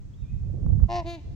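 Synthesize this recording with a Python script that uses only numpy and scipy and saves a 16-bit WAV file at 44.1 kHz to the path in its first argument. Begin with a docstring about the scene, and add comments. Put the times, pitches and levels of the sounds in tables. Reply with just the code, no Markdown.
"""First comes a gust of wind, building up and buffeting the microphone, mostly on the right.
A small bird whistles far away. As the gust drops, a waterfowl on an open lake gives the main sound,
one two-part honk: a rasping note, then a cleaner, softer one. Its voice organ snaps hundreds of
times a second and its throat and bill shape the buzz. The wooded shore answers faintly,
and ripples and air hiss underneath."""
import sys
import numpy as np
from scipy import signal
from scipy.fft import rfft, irfft, next_fast_len
from scipy.io import wavfile
from scipy.ndimage import uniform_filter1d, map_coordinates

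SR = 44100
rng = np.random.default_rng(int(sys.argv[2]) if len(sys.argv) > 2 else 0)


def unload_wav(signal):
    """Save mono or channel-first audio to the path in sys.argv[1] as 16-bit WAV at rate SR, clipped to [-1, 1]."""
    wavfile.write(
        sys.argv[1],
        SR,
        np.round(np.clip(np.atleast_2d(signal).T, -1, 1) * 32767).astype(np.int16),
    )


N = 61739
T = np.arange(N) / SR

# the course of each note (time [s], pitch [Hz], tone level [dB], buzz level [dB])
RASP_NOTE = [(.8845, 340.9, -57.5, -62), (.891, 341.3, -43, -56.5), (.903, 345.3, -36.5, -48.5),
             (.925, 350.8, -32.5, -46), (.96, 352.8, -29.5, -43), (.988, 348.6, -31.5, -45.5),
             (1.002, 342, -36.5, -46.5), (1.016, 332.2, -45.5, -59), (1.028, 319, -52.5, -65.5),
             (1.038, 307.4, -99, -77)]
CLEAR_NOTE = [(1.04, 317.7, -63, -70), (1.05, 325.7, -42, -61), (1.062, 335, -39, -51),
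              (1.078, 341, -34.5, -49), (1.1, 342.8, -38, -46), (1.125, 341.8, -40.5, -49),
              (1.152, 336.7, -42, -49.5), (1.17, 323, -48, -59.5), (1.185, 295, -53.5, -60),
              (1.215, 285.8, -67.5, -69)]
# how the throat boosts or weakens the three lowest harmonics (frequency [Hz], gain [dB])
RASP_TONE_SHAPE = [(310, 11), (353, -8.5), (640, 8.5), (705, 1), (950, 5.5), (1030, -3), (1060, -12.5)]
CLEAR_TONE_SHAPE = [(295, 7.5), (345, -2), (600, -8.5), (685, -1.5), (900, -8), (1030, -16)]
# how the throat and bill colour the buzz (frequency [Hz], gain [dB])
RASP_BUZZ_SHAPE = [(900, -45.5), (1200, -8.5), (1400, -16), (1550, -15.5), (1750, 1), (2100, -5.5),
                   (2750, -2.5), (3150, -14), (3900, -5), (4500, -4.5), (5800, -8.5), (6800, -20.5),
                   (7650, -25), (8300, -36.5), (11800, -41), (15000, -55)]
CLEAR_BUZZ_SHAPE = [(900, -58), (1370, -5.5), (1720, 1), (2050, -3), (2400, 5), (2750, -3.5), (3400, -0.5),
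                    (3780, 5.5), (4450, 3.5), (4850, -3.5), (5500, -14), (6400, -6), (7500, -21),
                    (8600, -35), (9600, -23), (11200, -18), (13000, -28), (15500, -39.5)]
# roughness from breath and a second, slower vibration, the flutter (time [s], rate [share of pitch],
# swing in snap size [dB], swing in snap timing [rad], side tones vs tone [dB], breath vs snaps [dB])
RASP_FLUTTER = [(.885, .333, 1.5, .15, -8, 0), (.9, .333, 4, .17, -9, -5), (.912, .333, 7, .17, -9, -9),
                (.928, .333, 7, .17, -11, -10), (.938, .3, 2.5, .24, -15, -11),
                (.98, .3, 2.2, .25, -19, -11), (1, .3, 3, .25, -15, -9), (1.02, .3, 3, .25, -12, -3)]
CLEAR_FLUTTER = [(1.045, .45, 3, .2, -14, 2), (1.063, .45, 2, .12, -21, -4), (1.08, .45, 0, 0, -45, -22),
                 (1.145, .45, 0, 0, -45, -22), (1.16, .45, 1, .04, -30, -12), (1.175, .45, 3, .2, -18, 0)]
# side tones between the harmonics (harmonic [number], offset [times the flutter rate], level [dB])
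RASP_SIDE_TONES = [(2, -1, -2), (2, 1, 1.5), (3, -1, 0), (3, -2, -9)]
CLEAR_SIDE_TONES = [(2, -1, -8), (2, 1, -2), (3, -1, 0), (3, 1, -12)]
# how much louder each note is on the left (frequency [Hz], left vs right [dB])
RASP_BALANCE = [(350, 1), (700, 2.5), (820, -2.5), (950, 3), (1060, -3), (1400, 13.5), (1750, 1),
                (2100, 21), (2450, -10), (2800, 17.5), (3400, 7.5), (4000, 0.5), (5200, -1), (6000, -3.5),
                (7500, -3.5), (11000, 3)]
CLEAR_BALANCE = [(350, 0.5), (700, 2.5), (1030, -0.5), (1400, 10), (1720, 3.5), (2100, 17), (2450, 5),
                 (2800, 23.5), (3400, -1.5), (3800, 4.5), (4500, -6.5), (5200, 4), (6200, -8), (7500, -15),
                 (11000, 4.5)]


def honk():
    """The waterfowl calls: a rasping, unsteady note, then a clear, steadier one."""
    rasp = voice(RASP_NOTE, RASP_TONE_SHAPE, RASP_BUZZ_SHAPE, RASP_FLUTTER, RASP_SIDE_TONES,
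                 pitch_jitter=.003, timing_jitter_rad=.05, size_jitter_db=1.2)
    clear = voice(CLEAR_NOTE, CLEAR_TONE_SHAPE, CLEAR_BUZZ_SHAPE, CLEAR_FLUTTER, CLEAR_SIDE_TONES,
                  pitch_jitter=.0012, timing_jitter_rad=.004, size_jitter_db=.25)
    return to_stereo(rasp, RASP_BALANCE) + to_stereo(clear, CLEAR_BALANCE)


def voice(note, tone_shape, buzz_shape, flutter, sides, pitch_jitter, timing_jitter_rad, size_jitter_db):
    """The voice organ snaps once a cycle, making a low tone and a buzz; the flutter roughens both."""
    pitch, tone_db, buzz_db = curves(note)
    flutter_share, swing_db, swing_rad, side_db, breath_db = curves(flutter)
    on = during(note)
    pitch = pitch * (1 + pitch_jitter * wobble(200))
    phase = phase_of(pitch * on)
    flutter_phase = phase_of(pitch * flutter_share * on)
    tone = sum(amp(along(tone_shape, k * pitch)) * np.sin(k * phase) for k in range(1, 4))
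    tone += sum(amp(side_db + db) * np.sin(k * phase + j * flutter_phase) for k, j, db in sides)
    snap_size = amp(swing_db * (np.cos(flutter_phase) + .4 * np.cos(2 * flutter_phase)))
    snap_size /= np.sqrt(uniform_filter1d(snap_size ** 2, size=800))  # keep the average level even
    snap_size *= amp(size_jitter_db * wobble(350))
    snaps = pulses(phase + swing_rad * np.sin(flutter_phase) + timing_jitter_rad * wobble(350))
    breath = amp(breath_db) * unit(rng.standard_normal(N) * (1 + np.cos(phase)))  # a puff each cycle
    source = (snaps + breath) / np.sqrt(1 + amp(breath_db) ** 2)
    buzz = unit(colour(source * snap_size * on, buzz_shape)) * np.sqrt(on.mean())
    dull = muffle(buzz, edge_hz=3600, steepness=4)
    brightness = amp(.65 * (buzz_db - buzz_db.max()))  # less effort, less treble
    buzz = dull + brightness * (buzz - dull)
    return on * (amp(tone_db) * np.sqrt(2) * tone + amp(buzz_db) * buzz)


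# how far the honk's wave is ahead on the left (frequency [Hz], lead [rad])
LEFT_LEAD = [(350, .1), (700, 0.22), (1050, 0.84), (2240, 2.2), (2580, 0.39), (3700, 0.85), (6900, 0.15),
             (8100, 1.6), (11000, 1.7)]


def to_stereo(x, balance):
    """The call reaches the microphone's two openings with different strength and timing."""
    half = np.array([[.5], [-.5]])
    return filtered(x, lambda hz: amp(half * along(balance, hz))
                    * np.exp(1j * half * along(LEFT_LEAD, hz)))


# the strength of the gust on the right (time [s], level [dB])
GUST = [(0, -38), (.18, -42.5), (.23, -27), (.29, -40.5), (.33, -22.5), (.39, -29), (.44, -28), (.635, -25),
        (.654, -15), (.76, -16), (.85, -14), (.885, -32), (.98, -33), (1.08, -34.5), (1.22, -46),
        (1.27, -31.5), (1.35, -37)]
# the deep colour of wind on the microphone (frequency [Hz], relative level [dB])
RUMBLE_COLOUR = [(12, -22), (25, -9), (42, -1), (65, -2), (92, 1), (130, -7.5), (180, -14), (250, -29.5),
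                 (400, -48), (800, -55), (2000, -97.5)]


def wind_rumble(calm_db=-43, left_share=.6, likeness=.35):
    """The gust buffets both openings; the left rumble is partly alike and swells less."""
    right_db, = curves(GUST)
    left_db = calm_db + left_share * (right_db - calm_db)
    unrelated, right = noise(RUMBLE_COLOUR)
    left = likeness * right + np.sqrt(1 - likeness ** 2) * unrelated
    return amp([left_db, right_db]) * np.array([left, right])


# the strength of swirling air on the right (time [s], level [dB])
SWIRL_LEVEL = [(0, -66), (.25, -69), (.45, -50), (.6, -40), (.66, -42), (.84, -43), (.89, -70.5),
               (1.2, -68.5), (1.27, -44), (1.35, -49)]
# the colour of its hiss (frequency [Hz], relative level [dB])
SWIRL_COLOUR = [(120, -12), (250, 7), (450, -2), (700, -13.5), (1200, -34), (1800, -45), (3000, -61.5)]
# soft pops of air (time [s], level before muffling [dB], muffled above [Hz])
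POPS = [(.574, -35, 900), (.632, -26, 850), (.6645, -22, 1300), (.7035, -24, 1000), (.7315, -28, 1000),
        (.8015, -28, 1700), (.82, -34, 1500), (.843, -26, 1600)]


def wind_swirls(left_db=-30.5, pop_s=.001):
    """Swirling air hisses unevenly and pops in the exposed right opening, barely in the left."""
    swirl_db, = curves(SWIRL_LEVEL)
    hiss = amp(swirl_db) * unit(noise(SWIRL_COLOUR) * amp(4.5 * wobble(70)))
    pops = np.zeros(N)
    for start, db, edge_hz in POPS:
        age = np.maximum(T - start, 0) / pop_s
        pop = amp(db) * (T >= start) * (1 - age) * np.exp(-age)  # a push, then a weaker pull
        pops += muffle(pop, edge_hz, steepness=6)
    return amp([[left_db], [0]]) * (hiss + pops)


# four whistles, one list of points each (time [s], pitch [Hz], level [dB])
WHISTLES = [
    [(.132, 3040, -81), (.143, 3440, -68.5), (.153, 3600, -83.5)],
    [(.172, 3810, -89.5), (.185, 3720, -80.5), (.22, 3700, -77), (.265, 3490, -77), (.3, 3520, -86.5)],
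    [(.22, 2730, -76), (.24, 2430, -77.5), (.26, 2380, -73.5), (.3, 2498, -72), (.345, 2550, -82.5)],
    [(.285, 2050, -90.5), (.31, 1920, -81.5), (.33, 2080, -80.5), (.365, 1860, -88)],
]


def songbird():
    """Thin gliding whistles from the trees, wavering a little in level and pitch."""
    song = np.zeros(N)
    for whistle in WHISTLES:
        pitch, db = curves(whistle)
        loudness = during(whistle) * amp(db + 2.2 * wobble(60))
        pitch = pitch * (1 + .0067 * wobble(120))
        song += loudness * np.sqrt(2) * np.sin(phase_of(pitch))
    return song


# how long the shore's echo lasts (frequency [Hz], time to fade by 60 dB [s])
ECHO_FADE = [(300, 2.4), (2500, 1.1), (6000, 3), (12000, 1.2)]
# the colour of the echo (frequency [Hz], gain [dB])
ECHO_COLOUR = [(300, -8.5), (700, -13.5), (1100, -8.5), (2200, 3), (4500, -6), (9000, -3.5)]


def shore_echo(x, delay_s=.012):
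    """The wooded shore scatters sound back as a smooth, fading tail."""
    hz, t, spectrum = signal.stft(rng.standard_normal((2, SR)), SR, nperseg=256)
    fade = amp(-60 * t / along(ECHO_FADE, hz)[:, None])
    _, tail = signal.istft(spectrum * fade, SR, nperseg=256)
    tail = np.pad(tail / np.linalg.norm(tail[0]), ((0, 0), (int(delay_s * SR), 0)))
    return colour(signal.fftconvolve(x[None], tail, axes=1)[:, :N], ECHO_COLOUR)


# the colour of the lake's hiss (frequency [Hz], relative level [dB])
LAKE_COLOUR = [(100, 8.5), (300, 9), (600, -7.5), (1100, -11.5), (2500, -17), (4500, -20), (6300, -17.5),
               (7800, -22), (9000, -32.5), (10500, -45.5), (12000, -33), (15500, -33.5)]


def lake(level_db=-57.5, lean_right_db=.5):
    """Ripples and air make a faint, steady hiss."""
    return amp([[level_db - lean_right_db], [level_db + lean_right_db]]) * noise(LAKE_COLOUR)


def amp(db):
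    """Turn decibels into a multiplier."""
    return 10 ** (np.asarray(db) / 20)


def unit(x):
    """Scale each channel to an average power of 1."""
    return x / np.sqrt(np.mean(x ** 2, axis=-1, keepdims=True) + 1e-20)


def along(points, hz):
    """Read between (frequency, value) points, with octaves evenly spaced."""
    frequencies, values = np.transpose(points)
    return np.interp(np.log(hz + 1), np.log(frequencies + 1), values)


def curves(rows):
    """One value per sample for each column after the time."""
    times, *columns = np.transpose(rows)
    return [np.interp(T, times, column) for column in columns]


def during(rows):
    """1 while the table lasts, else 0."""
    return (T >= rows[0][0]) & (T <= rows[-1][0])


def wobble(rate):
    """A smooth curve through `rate` random values a second."""
    return map_coordinates(rng.standard_normal(int(N * rate / SR) + 4), [T * rate])


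def phase_of(hz):
    """The angle a vibration has turned through so far."""
    return 2 * np.pi * np.cumsum(hz) / SR


def pulses(phase, count=46):
    """Stack harmonics (multiples of the pitch) into one sharp pulse per cycle."""
    return sum(np.cos(k * phase) for k in range(1, count)) * np.sqrt(2 / count)


def colour(x, points):
    """Shape x by (frequency, gain) points, so that it rings after each sound, never before."""
    size = 2 * next_fast_len(N)
    gain = amp(along(points, np.fft.rfftfreq(size, 1 / SR)))
    cepstrum = irfft(np.log(gain), size)
    cepstrum[1:size // 2] *= 2  # move the early half of the ringing onto the late half
    cepstrum[size // 2 + 1:] = 0
    return irfft(rfft(x, size) * np.exp(rfft(cepstrum)), size)[..., :N]


def filtered(x, response):
    """Multiply each frequency in x by response(hz)."""
    size = 2 * next_fast_len(N)
    return irfft(rfft(x, size) * response(np.fft.rfftfreq(size, 1 / SR)), size)[..., :N]


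def muffle(x, edge_hz, steepness):
    """Turn down the treble above edge_hz."""
    return filtered(x, lambda hz: 1 / (1 + (hz / edge_hz) ** steepness))


def noise(spectrum):
    """Unrelated left and right noise of the given colour, at power 1."""
    return unit(filtered(rng.standard_normal((2, N)), lambda hz: amp(along(spectrum, hz))))


def scene():
    """Honk and songbird with their echoes, over wind and water."""
    call, song = honk(), songbird()
    echo = shore_echo(amp(-12.5) * call.mean(axis=0) + amp(-.5) * song)
    return call + song + echo + wind_rumble() + wind_swirls() + lake()


def record(dry, stop_s=1.35, top_hz=15750):
    """The sound stops short, and the very highest treble is cut away."""
    fade_out = np.clip((stop_s - T) / .002, 0, 1)
    return filtered(dry * fade_out, lambda hz: hz < top_hz)


dry = scene()
out = record(dry)
unload_wav(out)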